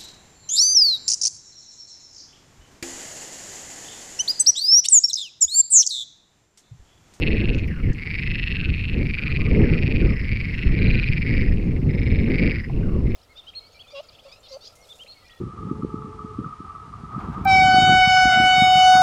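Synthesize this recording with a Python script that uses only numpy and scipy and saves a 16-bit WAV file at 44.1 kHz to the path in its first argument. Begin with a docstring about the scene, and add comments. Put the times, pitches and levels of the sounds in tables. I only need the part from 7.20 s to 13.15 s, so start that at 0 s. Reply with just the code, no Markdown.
"""A chorus of frogs rattles by a lake while gusts of wind buffet a small microphone.
Each croak is a run of short bursts of clicks that ring in a vocal sac, swelling and fading.
Near and shrill frogs stand out over a blur of farther ones; hoarse moans are quicker buzzes of clicks.
Shaped noise makes the wind, the air and a few dry ticks; steady tones make two thin insect chirps."""
import sys
import numpy as np
from scipy import signal
from scipy.io import wavfile
from scipy.ndimage import uniform_filter1d

SR = 44100
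rng = np.random.default_rng(int(sys.argv[2]) if len(sys.argv) > 2 else 0)


def store_wav(level_fs):
    """Save 16-bit WAV to argv[1]."""
    pcm = np.round(np.clip(np.atleast_2d(level_fs), -1, 1) * 32767)
    wavfile.write(sys.argv[1], SR, pcm.T.astype(np.int16))


def invert_db(x):
    """Field ratio 10**(x/20) for x, a level in decibels (scalar or array-like)."""
    u = np.asarray(x, float) / 20
    return 10 ** u


N = 262395  # length in samples, just under 6 s


def evened(x):
    """Scales to rms 1."""
    return x / np.sqrt(np.mean(x ** 2) + 1e-20)


def over_time(table):
    """Joins the points of each column by straight lines, one value a sample."""
    s, *columns = np.transpose(table)
    return [np.interp(np.arange(N) / SR, s, column) for column in columns]


def around(s):
    """The samples that a run of bursts occupies, with 0.1 s to spare at each end."""
    return slice(max(round((s[0] - .1) * SR), 0), round((s[-1] + .1) * SR))


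def bursts(s, db, gap, last_gap, uneven, grow_db, scatter_db, count=5):
    """Short click trains ending at times s; a positive grow_db swells them towards their last click."""
    chance = rng.standard_normal((len(s), 2, count))
    # clicks are counted backwards from the last one; gaps are in seconds
    gaps = gap * np.exp(uneven * chance[:, 0])
    gaps[:, 0] = 0
    gaps[:, 1] *= last_gap / gap
    before = np.arange(count)
    scatter = scatter_db * chance[:, 1] * (before > 0)
    size_db = db[:, None] - grow_db * before ** 2 + scatter
    at = np.round((s[:, None] - np.cumsum(gaps, 1)) * SR).astype(int)
    inside = (at >= 0) & (at < N)
    return np.bincount(at[inside], invert_db(size_db)[inside], N)


def ring(clicks, hz, t60, rise):
    """A resonance: every click rings at hz, with a rise and a decay of 60 dB in t60 seconds."""
    t = np.arange(1200) / SR
    shape = invert_db(-60 * t / t60) * (1 - np.exp(-t / rise)) ** 2
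    turn = np.exp(2j * np.pi * np.cumsum(hz * np.ones(len(clicks))) / SR)
    # shift the pitch down to zero, shape the clicks, shift back up
    shaped = signal.oaconvolve(clicks / turn, shape / shape.max())[:len(clicks)]
    return (turn * shaped).real


def noise(spectrum, size, patchy_db, patch_frames, patch_bins):
    """Noise of a given colour, from random short-time spectra with louder and softer patches."""
    hop = size // 4
    hz = np.fft.rfftfreq(size, 1 / SR)
    a, b, patches = rng.standard_normal((N // hop + 5, len(hz), 3)).T
    patches = uniform_filter1d(patches, patch_bins, 0)
    patches = evened(uniform_filter1d(patches, patch_frames, 1))
    f, db = np.transpose(spectrum)
    colour_db = np.interp(np.log(hz + 1), np.log(f + 1), db, left=db[0] - 19, right=-90)
    spectra = (a + 1j * b) * invert_db(colour_db[:, None] + patchy_db * patches)
    return evened(signal.istft(spectra, nperseg=size, noverlap=size - hop)[1][:N])


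# the nearest frogs by name: sac_hz, upper_hz, upper_db, snap_db, slowing (share, 0-1)
FROGS = {"high": (2640, 4350, -18, -19.5, .1), "lazy": (2450, 4650, -20, -25.5, .12),
         "even": (2490, 4600, -18, -24, .02), "low": (2300, 4650, -17.5, -27, .06),
         "dull": (2280, 4300, -26, -15, .02)}
# their croaks: frog (name), first_burst_s, last_burst_s, bursts (count), click_level_db (at fullest effort)
NEAR_CROAKS = [("high", -.186, .18, 9, -14), ("high", .128, .443, 8, -20), ("low", .796, 1.076, 8, -19),
               ("high", .956, 1.64, 17, -17), ("high", 1.57, 1.79, 6, -20), ("lazy", 1.829, 2.362, 13, -17),
               ("even", 2.455, 2.905, 11, -19), ("low", 3.014, 3.338, 9, -19.5),
               ("high", 3.31, 3.525, 6, -23), ("lazy", 3.55, 4.076, 13, -15), ("low", 4.062, 4.262, 6, -19),
               ("even", 4.118, 4.562, 11, -32), ("dull", 4.708, 5.127, 11, -23.5),
               ("low", 5.118, 5.4, 8, -16.5), ("high", 5.495, 5.62, 4, -39), ("dull", 5.875, 6.05, 5, -29)]
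LOUDEST_AT = .5  # share of the croak at which effort is fullest
START_DB, END_DB = -7, -7.5  # effort at either end of the croak
SAC_PER_DB = .01  # the sac tightens with effort: share of pitch per dB


def near_frogs():
    """Clicks ring the sac, a shorter upper resonance and a brief snap between them in pitch."""
    out, t = np.zeros(N), np.arange(N) / SR
    for frog, first, last, count, click_db in NEAR_CROAKS:
        sac_hz, upper_hz, upper_db, snap_db, slowing = FROGS[frog]
        u = np.linspace(0, 1, count)
        s = first + (last - first) * (u - slowing * u * (1 - u))
        span = around(s)
        swelling_db = START_DB * (1 - u / LOUDEST_AT) ** 2
        fading_db = END_DB * ((u - LOUDEST_AT) / (1 - LOUDEST_AT)) ** 2
        effort_db = np.where(u < LOUDEST_AT, swelling_db, fading_db)
        clicks = bursts(s, click_db + effort_db, gap=.0056, last_gap=.008,
                        uneven=.1, grow_db=1.1, scatter_db=2.1)[span]
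        upper = invert_db(upper_db) * ring(clicks, upper_hz, t60=.009, rise=.00015)
        snap = invert_db(snap_db) * ring(clicks, 3650, t60=.005, rise=.0001)
        tightness = 1 + SAC_PER_DB * np.interp(t[span], s, effort_db)
        sac = ring(clicks, sac_hz * tightness, t60=.011, rise=.0003)
        out[span] += sac + upper - snap
    return out


# croaks of shriller frogs: first_burst_s, last_burst_s, bursts (count), high_ring_hz,
# high_ring_level_db, low_ring_level_db
SHRILL_CROAKS = [(-.1, .188, 8, 5200, -52, -28), (0.878, 1.352, 13, 5150, -43, -23.5),
                 (2.062, 2.148, 3, 4130, -37, -26), (2.39, 2.753, 10, 5300, -47.5, -28),
                 (2.871, 3.063, 7, 5130, -43, -28), (3.207, 3.561, 9, 5220, -46, -27),
                 (3.594, 3.863, 7, 4080, -33.5, -28), (3.893, 4.32, 11, 5080, -43.5, -25),
                 (4.71, 5.004, 8, 5100, -43, -30), (5.12, 5.443, 9, 5000, -42, -24),
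                 (5.865, 5.937, 3, 5200, -52, -39)]
SINK = .1  # share of pitch that the low ring loses along a croak


def shrill_frogs():
    """Evenly paced bursts of quick clicks ring both high and low."""
    out = np.zeros(N)
    for first, last, count, high_hz, high_db, low_db in SHRILL_CROAKS:
        s = np.linspace(first, last, count)
        span = around(s)
        effort_db = -4 * np.linspace(-1, 1, count) ** 2  # loudest mid-croak
        clicks = bursts(s + .004, effort_db, gap=.0055, last_gap=.0055,
                        uneven=.14, grow_db=1.4, scatter_db=2.0)[span]
        low_hz = 2100 * np.linspace(1, 1 - SINK, len(clicks))
        out[span] += invert_db(high_db) * ring(clicks, high_hz, t60=.012, rise=.0004)
        out[span] += invert_db(low_db) * ring(clicks, low_hz, t60=.013, rise=.0004)
    return out


# loudness of the farther chorus, before echo and filters: time_s, level_db
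FAR_LEVEL = [(0.0, -37), (0.48, -47.5), (0.96, -45), (1.8, -41), (2.1, -44), (2.42, -36), (2.7, -42),
             (3.45, -40), (4.16, -38), (4.32, -46), (4.62, -50), (5.28, -35), (5.5, -54), (5.84, -62),
             (5.96, -42)]


def far_frogs():
    """Several unseen frogs, each at its own pace and pitch, overlap into a grainy blur."""
    out = np.zeros(N)
    # bursts a second, ring in Hz, level in dB relative to each other
    for pace, hz, db in [(23.57, 1916, -1), (26.82, 1353, -16), (21.21, 2168, 5.5),
                         (25.02, 2550, 2.5), (22.74, 4300, -14.5), (23.8, 5200, -17)]:
        s = np.cumsum(np.exp(.2 * rng.standard_normal(200))) / pace - .1
        clicks = bursts(s, np.full(len(s), db), gap=.0046, last_gap=.0048,
                        uneven=.15, grow_db=-.4, scatter_db=3.0)
        out += ring(clicks, hz, t60=.0068, rise=.00039)
    return invert_db(over_time(FAR_LEVEL)[0]) * evened(out)


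def shore(x):
    """Scattered reflections from water, reeds and slopes, dying by 60 dB in 0.16 s."""
    t = np.arange(8000) / SR
    scattered = rng.random(len(t)) < .05
    taps = rng.standard_normal(len(t)) * scattered * invert_db(-60 * t / .16)
    return signal.oaconvolve(x, taps / np.linalg.norm(taps))[:N]


# wind at the microphone, before the lumps: time_s, rumble_db, flutter_db
GUSTS = [(0.0, -25, -23), (0.1, -20, -22.5), (0.44, -22, -31), (0.56, -26, -41.5), (0.68, -22, -34.4),
         (0.86, -33, -46.5), (1.1, -23.4, -39.5), (1.26, -27, -46), (1.5, -22, -38.5), (1.66, -27, -46),
         (1.78, -19, -24), (1.94, -28.5, -43.5), (2.28, -17.5, -28), (2.38, -15, -16), (2.62, -19.5, -27.5),
         (2.88, -17.5, -23.5), (3.0, -23, -39), (3.46, -23.5, -40.5), (3.54, -16.5, -25), (3.94, -20, -38),
         (4.1, -18, -29), (4.7, -19, -29), (5.28, -19.5, -22.5), (5.44, -26.5, -46.5), (5.56, -18.5, -26),
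         (5.94, -21, -30)]
# colour of the rumble: pitch_hz, relative_level_db (per Hz)
RUMBLE_COLOUR = [(20, -0.5), (119, -6), (210, -13.5), (260, -21), (700, -51)]
# colour of the flutter: pitch_hz, relative_level_db (per Hz)
FLUTTER_COLOUR = [(60, -21.5), (200, 2), (430, -8), (640, -27), (1300, -40)]


def wind():
    """Eddies press on the membrane: a rumble, and a quicker flutter in the gusts, in shared lumps."""
    rumble_db, flutter_db = over_time(GUSTS)
    lumps = uniform_filter1d(rng.standard_normal(N), 900)
    lumps = evened(uniform_filter1d(lumps, 900))
    rumble = noise(RUMBLE_COLOUR, size=2048, patchy_db=1.0, patch_frames=4, patch_bins=4)
    flutter = noise(FLUTTER_COLOUR, size=512, patchy_db=2.0, patch_frames=8, patch_bins=9)
    rumble *= invert_db(rumble_db + 1.94 * lumps)
    flutter *= invert_db(flutter_db + 1.77 * lumps)
    return rumble + flutter


# colour of the air: pitch_hz, relative_level_db (per Hz)
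AIR_COLOUR = [(700, 2), (2400, 0), (3300, -8.5), (5300, -8.5), (6000, -16.5), (8000, -20.5), (13500, -22.5),
              (15500, -39.5)]


def air():
    """A soft, steady hiss of coloured noise at -56 dB rms."""
    return invert_db(-56) * noise(AIR_COLOUR, size=1024, patchy_db=.6, patch_frames=10, patch_bins=12)


# hoarse moans, mostly falling: start_s, end_s, click_level_db (before the throb), sac_from_hz, sac_to_hz
MOANS = [(0.132, 0.39, -43.5, 1800, 1530), (0.472, 0.622, -39.5, 2380, 1280), (0.624, .73, -37, 2450, 1750),
         (1.33, 1.495, -40.5, 1860, 1490), (1.963, 2.125, -39.5, 1630, 1310),
         (2.183, 2.298, -43, 1100, 1250), (2.426, 2.57, -38, 1900, 1310), (2.812, 2.96, -41, 1700, 1130),
         (3.337, 3.499, -44, 2010, 1300), (3.58, 3.85, -40, 1700, 1490), (5.045, 5.406, -47.5, 1640, 1450),
         (5.622, 5.82, -44, 1700, 950)]


def moans():
    """A quick, throbbing buzz of clicks that stumbles and slows while the sac glides in pitch."""
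    t, clicks, sac_hz = np.arange(N) / SR, np.zeros(N), np.full(N, 1500.)
    hoarse = np.exp(.15 * evened(uniform_filter1d(rng.standard_normal(N), 150)))
    for start, end, db, from_hz, to_hz in MOANS:
        on = (t >= start) & (t < end)
        u = (t[on] - start) / (end - start)
        sac_hz[on] = from_hz * (to_hz / from_hz) ** u ** .65
        clicks_per_s = (330 - 120 * u) * hoarse[on]
        # one click each time the running count passes a whole number
        beat = np.diff(np.floor(np.cumsum(clicks_per_s) / SR), prepend=0)
        throb_db = 5 * np.cos(2 * np.pi * 34 * (t[on] - start - .01))
        clicks[on] += beat * invert_db(db + throb_db) * signal.windows.tukey(len(u), .1)
    clicks *= invert_db(2.2 * rng.standard_normal(N))  # uneven click strength
    sac = ring(clicks, sac_hz, t60=.012, rise=.0004)
    upper = invert_db(-13) * ring(clicks, 2750, t60=.012, rise=.00084)
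    return sac + upper


# dry ticks: start_s, level_db (rms before the decay), band_hz, decay_s (to 1/e)
TICKS = [(0.344, -50, 6000, .012), (0.383, -53, 6130, .012), (0.477, -55, 13500, 0.002),
         (0.474, -52, 5400, .006), (0.731, -47, 6500, 0.0047), (3.342, -58, 6060, .008),
         (3.38, -60, 6200, .01), (5.496, -31, 900, 0.006)]


def ticks():
    """Sharp puffs of noise in a band around a given pitch, each dying away quickly."""
    out, t = np.zeros(N), np.arange(1500) / SR
    for s, db, hz, decay in TICKS:
        band = signal.butter(4, [.7 * hz, 1.15 * hz], "band", fs=SR, output="sos")
        puff = evened(signal.sosfilt(band, rng.standard_normal(len(t))))
        out[round(s * SR):][:len(t)] += invert_db(db) * puff * np.exp(-t / decay)
    return out


# insect chirps: start_s, end_s, pitch_hz, level_db (peak of the lower tone)
CHIRPS = [(3.686, 3.767, 6770, -72), (4.425, 4.5, 6620, -72)]


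def chirps():
    """A thin steady tone with its octave, faded in and out."""
    out = np.zeros(N)
    for start, end, hz, db in CHIRPS:
        t = np.arange(round((end - start) * SR)) / SR
        octave = invert_db(-8) * np.sin(4 * np.pi * hz * t)
        tone = np.sin(2 * np.pi * hz * t) + octave
        out[round(start * SR):][:len(t)] += invert_db(db) * tone * signal.windows.tukey(len(t), .3)
    return out


def scene():
    """All frogs gain echoes and lose top treble and bass; wind, air and small sounds are added."""
    frogs = near_frogs() + shrill_frogs() + far_frogs() + moans()
    frogs += invert_db(-13) * shore(frogs)
    treble_cut = signal.butter(12, 5500, fs=SR, output="sos")
    bass_cut = signal.butter(2, 1100, "high", fs=SR, output="sos")
    frogs = signal.sosfilt(bass_cut, signal.sosfilt(treble_cut, frogs))
    return (frogs + wind() + air() + ticks() + chirps())[None]  # one channel


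def top_cut(x):
    """Nothing passes above the cut-off."""
    return signal.sosfilt(signal.butter(12, 15300, fs=SR, output="sos"), x)


def record(dry):
    """Turns the finished mix into the sound that is kept."""
    return top_cut(dry)


dry = scene()
out = record(dry)
store_wav(out)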